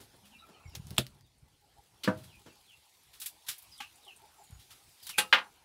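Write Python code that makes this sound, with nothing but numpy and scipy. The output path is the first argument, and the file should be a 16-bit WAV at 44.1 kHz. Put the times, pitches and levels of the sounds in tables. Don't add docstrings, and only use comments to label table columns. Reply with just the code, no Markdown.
import sys
import numpy as np
from scipy import signal
from scipy.fft import rfft, irfft
from scipy.io import wavfile
from scipy.ndimage import uniform_filter1d

SR = 44100
rng = np.random.default_rng(int(sys.argv[2]) if len(sys.argv) > 2 else 0)


def int16_out(signal):
    q = np.round(np.clip(np.atleast_2d(signal).T, -1, 1) * 32767)
    wavfile.write(sys.argv[1], SR, q.astype(np.int16))


N = 248900
EVENT_SAMPLES = 32768
T = np.arange(EVENT_SAMPLES) / SR

# (frequency [Hz], density [dB])
AIR_SPECTRUM = [(20, -18), (35, -0.5), (80, 1.5), (140, -3), (230, -11.5), (380, -10), (600, -14.5),
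                (820, -6.5), (1150, -14), (1800, -14.5), (2700, -12.5), (4200, -11), (7000, -16),
                (10000, -14.5), (13000, -19.5), (16000, -24)]
# (time [s], level [dB])
RUMBLE_LEVEL = [(0.0, -69), (0.64, -73), (0.85, -56), (1.33, -72), (1.8, -81.5), (2.21, -70), (2.7, -77),
                (5.64, -76.5)]
WASH_LEVEL = [(0.0, -74), (0.64, -67), (1.02, -71.5), (1.22, -77.5), (1.54, -78), (2.3, -72), (2.8, -75.5),
              (4.18, -70.5), (5.0, -71.5)]
HISS_LEVEL = [(0.0, -67), (0.64, -70.5), (0.96, -63.5), (1.23, -75.5), (1.95, -70), (2.09, -66.5),
              (2.94, -68), (3.72, -63.5), (4.21, -67), (5.14, -63.5), (5.18, -61), (5.64, -70)]

# (time [s], level [dB], t60 [s], tilt [dB/octave])
SCUFFS = [(.755, -45, 0.099, -2.5), (0.905, -41.5, 0.038, 8), (3.199, -40.5, .2, 4.5),
          (3.215, -37.5, .16, -0.5), (3.259, -31, 0.11, 1.5), (3.485, -30, .16, -1.56),
          (3.581, -44.5, 0.096, 5.5), (3.622, -49.5, 0.1, 7), (5.027, -50.5, .35, 2),
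          (5.067, -37, .09, -0.5), (5.091, -35, .12, -2.5), (5.177, -35, 0.066, -4)]
# (time [s], level [dB])
DRAGS = [(0.0, -53.5), (0.249, -57), (0.869, -57), (2.17, -55.5), (2.23, -54), (3.13, -52.5), (3.464, -45),
         (4.59, -55.5), (4.701, -50.5)]
SHUFFLES = [(0.0, -54), (.13, -59), (.485, -54), (.737, -53), (.905, -52), (2.458, -47.5)]
SWISHES = [(1.38, -71), (2.24, -62), (3.777, -54.5), (3.957, -60), (4.048, -59.5), (4.162, -55.5),
           (4.438, -57.5)]
# (frequency [Hz], density [dB])
GRIT_SPECTRUM = [(120, -29), (300, -38.5), (600, -44.5), (850, -22.5), (1400, -15), (2600, -10), (3500, -5),
                 (4750, -7.5), (7000, -10.5), (10000, -6), (12000, -7), (15500, -11)]
SHUFFLE_SPECTRUM = [(30, -22), (80, -1), (200, 0.5), (400, 2), (700, -9), (1100, -9.5), (2500, -17),
                    (6000, -21.5), (15000, -37)]
CLOTH_SPECTRUM = [(500, -34), (3000, -23), (6500, -5), (8500, 11), (11500, 0.5), (15500, -8)]

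# (start [s], end [s], lowest note [Hz], highest note [Hz], level [dB])
CHATTER = [(0.082, .7, 2175, 4790, -62.5), (1.102, 3.0, 2990, 5990, -71), (3.897, 4.949, 751, 1450, -66.5)]
# (time [s], length [s], end pitch [Hz], level [dB])
PEEPS = [(0.288, 0.068, 2675, -58.5), (0.522, 0.05, 2705, -52), (0.623, 0.043, 2210, -54),
         (0.697, 0.052, 2590, -58), (2.219, .15, 2392, -58.5), (2.451, 0.081, 2425, -56.5),
         (2.612, 0.14, 2624, -56.5), (3.691, .175, 2650, -49), (4.006, .13, 2495, -52),
         (4.998, 0.17, 2473, -45.5)]
# (time [s], level [dB])
WHISTLES = [(.615, -78), (4.355, -72)]
CLUCKS = [(1.15, -62), (1.61, -64), (1.761, -57.5), (2.39, -56), (4.05, -50.5), (4.209, -54), (4.38, -54.5),
          (5.45, -58)]

# (time [s], level [dB], frequency [Hz])
BUMPS = [(.661, -39, 91), (.685, -40.5, 70), (.775, -37.5, 106), (.8, -33.5, 121), (.915, -34, 126),
         (1.431, -50, 102), (1.788, -53, 79), (4.529, -44, 94.4), (4.56, -46, 72)]
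# (start [s], end [s], level [dB])
GRIP_SHIFTS = [(0.829, .91, -41.5), (4.502, 4.595, -47.5)]
# (time [s], level [dB], frequency [Hz])
CRUMBS = [(.752, -29.5, 6000), (.7549, -26, 4550), (.870, -38.5, 8050), (0.907, -35, 4500),
          (.9675, -37.5, 3500), (.979, -29, 2930), (0.987, -17, 4780), (1.0669, -32, 4430),
          (1.21, -47, 7100), (4.509, -43, 10000)]

# (level [dB], frequency [Hz], width [s])
POLE_CRACK = [(-9, 3200, .0003), (-14.5, 7900, .0002), (-24, 1100, .0004)]
# (frequency [Hz], level [dB], t60 [s])
EARTH_MODES = [(63, -10, .17), (128, 4, 0.16), (216, 1.5, 0.099), (268, -14, .18), (356, -5.5, 0.11),
               (587, -15.5, 0.2), (701, -13.5, 0.041)]
GATE_MODES = [(98, -11, .17), (115.7, -6.5, 0.13), (181, -7, 0.15), (200.4, 3.5, 0.12), (263, -0.5, .1),
              (311, -10, 0.22), (507, -3.5, 0.19), (629, -8, 0.26), (826, -25, 0.099), (967, -7.5, 0.14),
              (1186, -13.5, 0.15), (1370, -30, 0.42), (1530, -6, 0.13), (1670, -17, 0.026),
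              (1695, -11.5, 0.06)]
# (frequency [Hz], density [dB])
CRUNCH_SPECTRUM = [(60, -15), (150, -12), (640, -7.5), (1100, -25.5), (1400, -13.5), (2100, -16),
                   (2600, -14.5), (3600, -9), (5500, -25.5), (8000, -23.5), (11000, -22), (15000, -29)]
RATTLE_SPECTRUM = [(47, -34), (80, -18), (220, -4), (380, -14), (520, -15.5), (760, -12), (1000, -14),
                   (1550, -9), (1900, -13.5), (2300, -22), (3750, -34), (14000, -45)]
BARK_SPECTRUM = [(100, -27), (300, -3), (700, -20), (1300, -1.5), (1800, -3), (3300, 3), (4600, 1),
                 (6500, -10.5), (10000, -13), (15000, -19)]
TAP_SPECTRUM = [(88, -53), (150, -33), (252, -11), (589, -55), (833, 0.5), (1010, -35), (1160, -4),
                (1430, -21), (1600, -9), (1770, -15.5), (2750, -8.5), (4050, -20), (15000, -37.5)]
# (frequency [Hz], t60 [s])
CRUNCH_T60 = [(200, 0.15), (1000, 0.09), (3300, 0.11), (10000, 0.102)]
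RATTLE_T60 = [(150, 0.1), (600, 0.26), (1500, 0.11), (4000, 0.17), (10000, .12)]
# (level [dB], rows of (frequency [Hz], density [dB]), t60 [s])
GATE_SHUDDER = (-36, [(30, -40.5), (60, -8), (120, -1), (250, -14), (700, -24), (2500, -33.5),
                (15000, -67)], 0.51)
# (time [s], level [dB], rise [s], t60 [s], tilt [dB/octave])
BARK_SLIDES = [(2.034, -26, 0.0081, 0.074, 2.5), (2.044, -36.5, 0.0011, 0.16, -2.5)]
TAPS = [(3.802, -34, 0.0035, 0.088, 1.5), (3.819, -44.5, 0.0007, 0.15, 2)]

# (time [s], ring [dB], clatter [dB], rise [s])
CLACKS = [(5.1816, -30, -18.5, 0.002), (5.3257, -22.5, -15, 0.0016)]
# (frequency [Hz], level [dB], t60 [s])
LIGHT_MODES = [(189, -13.5, 0.22), (513, -9.5, .25), (717, -11.5, 0.21), (842, 1.5, 0.17), (1288, -9, 0.29),
               (1360, -16.5, .14), (1565, 4, 0.12), (1600, -4.5, 0.047), (1960, -3.5, 0.11),
               (2370, 5.5, 0.074), (2526, 3.5, 0.14), (2787, 5.5, 0.15), (3420, 0.5, 0.11),
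               (3750, 0, 0.027), (3740, -7, 0.0273)]
HEAVY_MODES = [(505, -12, .2), (545, -9, .16), (884, -8, .2), (1086, -6, .18), (1217, -8, .19),
               (1300, -5, .17), (1429, -3, .21), (1516, -7, .15), (1582, -4, .15), (1621, -2, .16),
               (1820, -2, .16), (2041, -4, .14), (2135, -1, .13), (2400, -2, .14), (2525, 0, .13),
               (2789, -2, .13), (2858, -2, .13), (3084, 0, .13), (3435, -1, .11), (3787, -3, .11),
               (3833, -4, .11)]
# (frequency [Hz], density [dB])
LIGHT_CLATTER = [(47, -39.5), (80, -23.5), (186, -22.5), (386, -19), (520, -16), (750, -20), (1000, -9.5),
                 (1530, -9), (2200, -8), (2800, -6), (3900, -6), (5500, -14.5), (7500, -12), (9800, -6.5),
                 (12500, -15), (15500, -24)]
HEAVY_CLATTER = [(47, -45), (80, -35), (217, -18), (431, -21.5), (527, -24.5), (700, -10), (900, -5),
                 (1500, 0), (2100, -1.5), (3300, -2), (4500, -10), (6500, -24), (8500, -32), (15000, -35.5)]
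# (frequency [Hz], t60 [s])
LIGHT_T60 = [(200, 0.26), (800, 0.18), (3000, 0.13), (10000, 0.11)]
HEAVY_T60 = [(200, 0.28), (1200, 0.21), (3000, 0.13), (6000, 0.15), (12000, 0.13)]
SHED_T60 = [(100, 0.71), (600, 0.21), (2500, 0.18), (10000, 0.25)]


def amp(db):
    return 10 ** (np.asarray(db) / 20)


def unit_rms(x):
    return x / np.sqrt(np.mean(x ** 2) + 1e-20)


def at_hz(points, hz):
    table_hz, value = np.transpose(points)
    return np.interp(np.log(hz + 1), np.log(table_hz + 1), value)


def add(mix, s, sound):
    part = mix[max(round(s * SR), 0):][:len(sound)]
    part += sound[:len(part)]


def noise(spectrum, size=EVENT_SAMPLES, tilt_db=0):
    hz = np.fft.rfftfreq(size, 1 / SR)
    gain = amp(at_hz(spectrum, hz) + tilt_db * np.log2(hz + 1))
    return unit_rms(irfft(rfft(rng.standard_normal(size)) * gain, size))


def wander(size):
    white = rng.standard_normal(EVENT_SAMPLES)
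    return unit_rms(uniform_filter1d(uniform_filter1d(white, size), size))


def onset(rise_s):
    return 1 - np.exp(-T / rise_s)


def decay(t60):
    return np.exp(-np.log(1000) * T / t60)


def fade(x, t60_table):
    centres = np.geomspace(60, 15000, 9)
    hz, spectrum = np.fft.rfftfreq(EVENT_SAMPLES, 1 / SR), rfft(x)
    bands = [irfft(spectrum * at_hz(list(zip(centres, row)), hz)) for row in np.eye(len(centres))]
    return sum(band * decay(at_hz(t60_table, centre)) for band, centre in zip(bands, centres))


def ring(modes, scatter=1):
    return sum((-1) ** k * amp(db) * decay(t60) * np.sin(2 * np.pi * (hz * T + scatter * rng.random()))
               for k, (hz, db, t60) in enumerate(modes))


def pulse(s, db, hz, width_s):
    t = np.arange(N) / SR - s
    bell = np.exp(-.5 * np.minimum((t / width_s) ** 2, 100))
    return -amp(db) * bell * np.cos(2 * np.pi * hz * t)


def snap(s, db, hz, width_s, splinter_db=-10, splinter_s=.0012):
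    out = pulse(s, db, hz, width_s)
    splinters = rng.standard_normal(EVENT_SAMPLES) * np.exp(-T / splinter_s)
    add(out, s - width_s, amp(db + splinter_db) * splinters)
    return out


def scrapes(rows, spectrum, grain_db):
    out = np.zeros(N)
    for s, db, rise, t60, tilt_db in rows:
        roughness = unit_rms(uniform_filter1d(rng.standard_normal(EVENT_SAMPLES), size=30))
        grains = unit_rms(amp(grain_db * roughness))
        add(out, s, amp(db) * noise(spectrum, tilt_db=tilt_db) * grains * onset(rise) * decay(t60))
    return out


def glides(rows, bend, waver, swell, flutter_db):
    out = np.zeros(N)
    for s, length, start_hz, end_hz, db in rows:
        size = round(length * SR)
        progress = np.linspace(0, 1, size)
        hz = end_hz + (start_hz - end_hz) * (1 - progress) ** bend
        hz *= 1 + waver * wander(120)[:size]
        level = amp(db + flutter_db * wander(500)[:size])
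        envelope = signal.windows.tukey(size, .3) * np.exp(swell * (progress - 1))
        add(out, s, level * envelope * np.sin(2 * np.pi * np.cumsum(hz) / SR))
    return out


def echo(x, t60_table):
    tail = fade(rng.standard_normal(EVENT_SAMPLES), t60_table) * onset(.0023)
    return signal.fftconvolve(x, tail / np.linalg.norm(tail))[:N]


def air(patch_db=3.5, hiss_patch_db=2.1, brighten=.25):
    hz, t, frames = signal.stft(noise(AIR_SPECTRUM, N), SR, nperseg=1024, noverlap=768)
    patches = uniform_filter1d(rng.standard_normal(frames.shape), size=11, axis=0)
    patches = unit_rms(uniform_filter1d(patches, size=9, axis=1))
    depth_db = at_hz([(1500, patch_db), (5000, hiss_patch_db)], hz)[:, None]
    motion_db = np.interp(t, *np.transpose(HISS_LEVEL))
    treble_octaves = np.log2(np.maximum(hz / 6000, 1))[:, None]
    frames *= amp(depth_db * patches + brighten * treble_octaves * (motion_db - motion_db.mean()))
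    bass, low = (1 / (1 + (hz[:, None] / edge_hz) ** 4) for edge_hz in (250, 1500))
    bands = (bass, RUMBLE_LEVEL, 3), (low - bass, WASH_LEVEL, -.3), (1 - low, HISS_LEVEL, .56)
    out = np.zeros(N)
    for share, levels, gain_db in bands:
        band = signal.istft(frames * share, nperseg=1024, noverlap=768)[1][:N]
        out += unit_rms(band) * amp(gain_db + np.interp(np.arange(N) / SR, *np.transpose(levels)))
    return out


def footwork():
    # (time [s], level [dB], rise [s], t60 [s], tilt [dB/octave])
    bites = [(s, db, .0011, t60, tilt_db) for s, db, t60, tilt_db in SCUFFS]
    drags = [(s, db, .0057, .26, -2.5) for s, db in DRAGS]
    shuffles = [(s, db, .005, .22, .4) for s, db in SHUFFLES]
    swishes = [(s, db, .00046, .1, 0) for s, db in SWISHES]
    return (scrapes(bites + drags, GRIT_SPECTRUM, grain_db=1.5)
            + scrapes(shuffles, SHUFFLE_SPECTRUM, grain_db=2.5)
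            + scrapes(swishes, CLOTH_SPECTRUM, grain_db=2.5))


def rustle(per_s=14, tick_db=-54):
    s, hiss_db = np.transpose(HISS_LEVEL)
    motion = amp(np.interp(np.arange(N) / SR, s, hiss_db - hiss_db.max()))
    ticks = (rng.random(N) < per_s / SR) * amp(tick_db - 4.3 * rng.random(N)) * motion
    return signal.fftconvolve(ticks, noise(GRIT_SPECTRUM) * np.exp(-T / .0051))[:N]


def fowl_chatter(start, end, low_hz, high_hz, db, count=9):
    when, pitch, fall, length, weak = rng.random((5, count))
    times = start + (end - start) * when
    end_hz = low_hz * (high_hz / low_hz) ** pitch
    rows = np.transpose([times, .027 + .047 * length, end_hz * (1 + .28 * fall), end_hz, db - 6 * weak])
    return glides(rows, bend=1.4, waver=.016, swell=.33, flutter_db=4)


def distant_hum(s=.21, length_s=.185, start_hz=198, end_hz=224, db=-55.5):
    return glides([(s, length_s, start_hz, end_hz, db)], bend=1, waver=.036, swell=.14, flutter_db=4)


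def chicks(octaves_per_s=7.1):
    peeps = [(s, length, hz * 2 ** (octaves_per_s * length), hz, db) for s, length, hz, db in PEEPS]
    return glides(peeps, bend=1.9, waver=.035, swell=1.68, flutter_db=5.5)


def hens(cluck_s=.045, cluck_hz=822.4):
    partials = (cluck_hz, 0), (cluck_hz / 2, -15)
    clucks = [(s, cluck_s, hz, hz, db + partial_db) for s, db in CLUCKS for hz, partial_db in partials]
    # (time [s], length [s], start pitch [Hz], end pitch [Hz], level [dB])
    drawl = [(.38, .25, 630 * harmonic, 655 * harmonic, db) for harmonic, db in ((1, -68), (2, -64))]
    return glides(clucks + drawl, bend=1.08, waver=.064, swell=.11, flutter_db=5.5)


def small_bird(length_s=.23, start_hz=7900, end_hz=6780):
    whistles = [(s, length_s, start_hz, end_hz, db) for s, db in WHISTLES]
    return glides(whistles, bend=4.2, waver=.005, swell=-.85, flutter_db=2.5)


def handling(count=5, low_hz=65, high_hz=165, spread_db=3.5, width_cycles=.36):
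    bumps = list(BUMPS)
    for start, end, db in GRIP_SHIFTS:
        for k, (when, pitch, weak) in enumerate(rng.random((count, 3))):
            s = start + (end - start) * (k + when) / count
            bumps.append((s, db - spread_db * weak, low_hz * (high_hz / low_hz) ** pitch))
    return sum(pulse(s, db, hz, width_cycles / hz) for s, db, hz in bumps)


def earth_crumbs(width_cycles=.5):
    snaps = sum(snap(s, db, hz, width_cycles / hz) for s, db, hz in CRUMBS)
    return snaps + amp(-8) * echo(snaps, [(500, .072), (8000, .07)])


def pole_knock(s=.9824, thud_db=-30, crunch_db=-25.5):
    out = sum(snap(s, *row, splinter_db=-9, splinter_s=.0008) for row in POLE_CRACK)
    add(out, s, amp(thud_db) * ring(EARTH_MODES, scatter=.45) * onset(.0018))
    add(out, s, amp(crunch_db) * fade(noise(CRUNCH_SPECTRUM), CRUNCH_T60) * onset(.000607))
    return out


def bark_slide():
    return scrapes(BARK_SLIDES, BARK_SPECTRUM, grain_db=-1.5)


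def gate(s=2.0752, ring_db=-21.5, rattle_db=-27):
    out = np.zeros(N)
    shudder_db, spectrum, t60 = GATE_SHUDDER
    add(out, s, amp(ring_db) * ring(GATE_MODES, scatter=.64) * onset(.0014))
    add(out, s, amp(rattle_db) * fade(noise(RATTLE_SPECTRUM), RATTLE_T60) * onset(.0015))
    add(out, s, amp(shudder_db) * noise(spectrum) * onset(.074) * decay(t60))
    return out


def wood_taps():
    return scrapes(TAPS, TAP_SPECTRUM, grain_db=-.5)


def clack(ring_db, clatter_db, rise, modes, spectrum, t60_table):
    tone = amp(ring_db) * ring(modes)
    clatter = amp(clatter_db) * fade(noise(spectrum), t60_table)
    return (tone + clatter) * onset(rise)


def tool_handles(bounce_s=.055, bounce_db=-18.5):
    out = np.zeros(N)
    (light_s, *light_hit), (heavy_s, *heavy_hit) = CLACKS
    heavy_wood = HEAVY_MODES, HEAVY_CLATTER, HEAVY_T60
    add(out, light_s, clack(*light_hit, LIGHT_MODES, LIGHT_CLATTER, LIGHT_T60))
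    add(out, heavy_s, clack(*heavy_hit, *heavy_wood))
    add(out, heavy_s + bounce_s, amp(bounce_db) * clack(*heavy_hit, *heavy_wood) * np.exp(-T / .045))
    return out


def scene():
    feet = footwork()
    yard = chicks() + small_bird() + hens() + distant_hum()
    yard += sum(fowl_chatter(*spell) for spell in CHATTER)
    wood = pole_knock() + gate() + tool_handles() + bark_slide() + wood_taps()
    near = feet + wood + earth_crumbs() + handling()
    far = amp(-8.5) * yard + amp(-1.5) * echo(yard, [(500, .093), (5000, .18)])
    shed_echo = amp(-26.5) * echo(feet + wood, SHED_T60)
    return (near + shed_echo + far + air() + rustle())[None]


def record(dry, low_hz=47.6, high_hz=15750):
    thin = signal.sosfilt(signal.butter(3, low_hz, "highpass", fs=SR, output="sos"), dry)
    lowpass = signal.firwin(401, high_hz, window=("kaiser", 8), fs=SR)
    return signal.oaconvolve(thin, lowpass[None], "same")


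dry = scene()
out = record(dry)
int16_out(out)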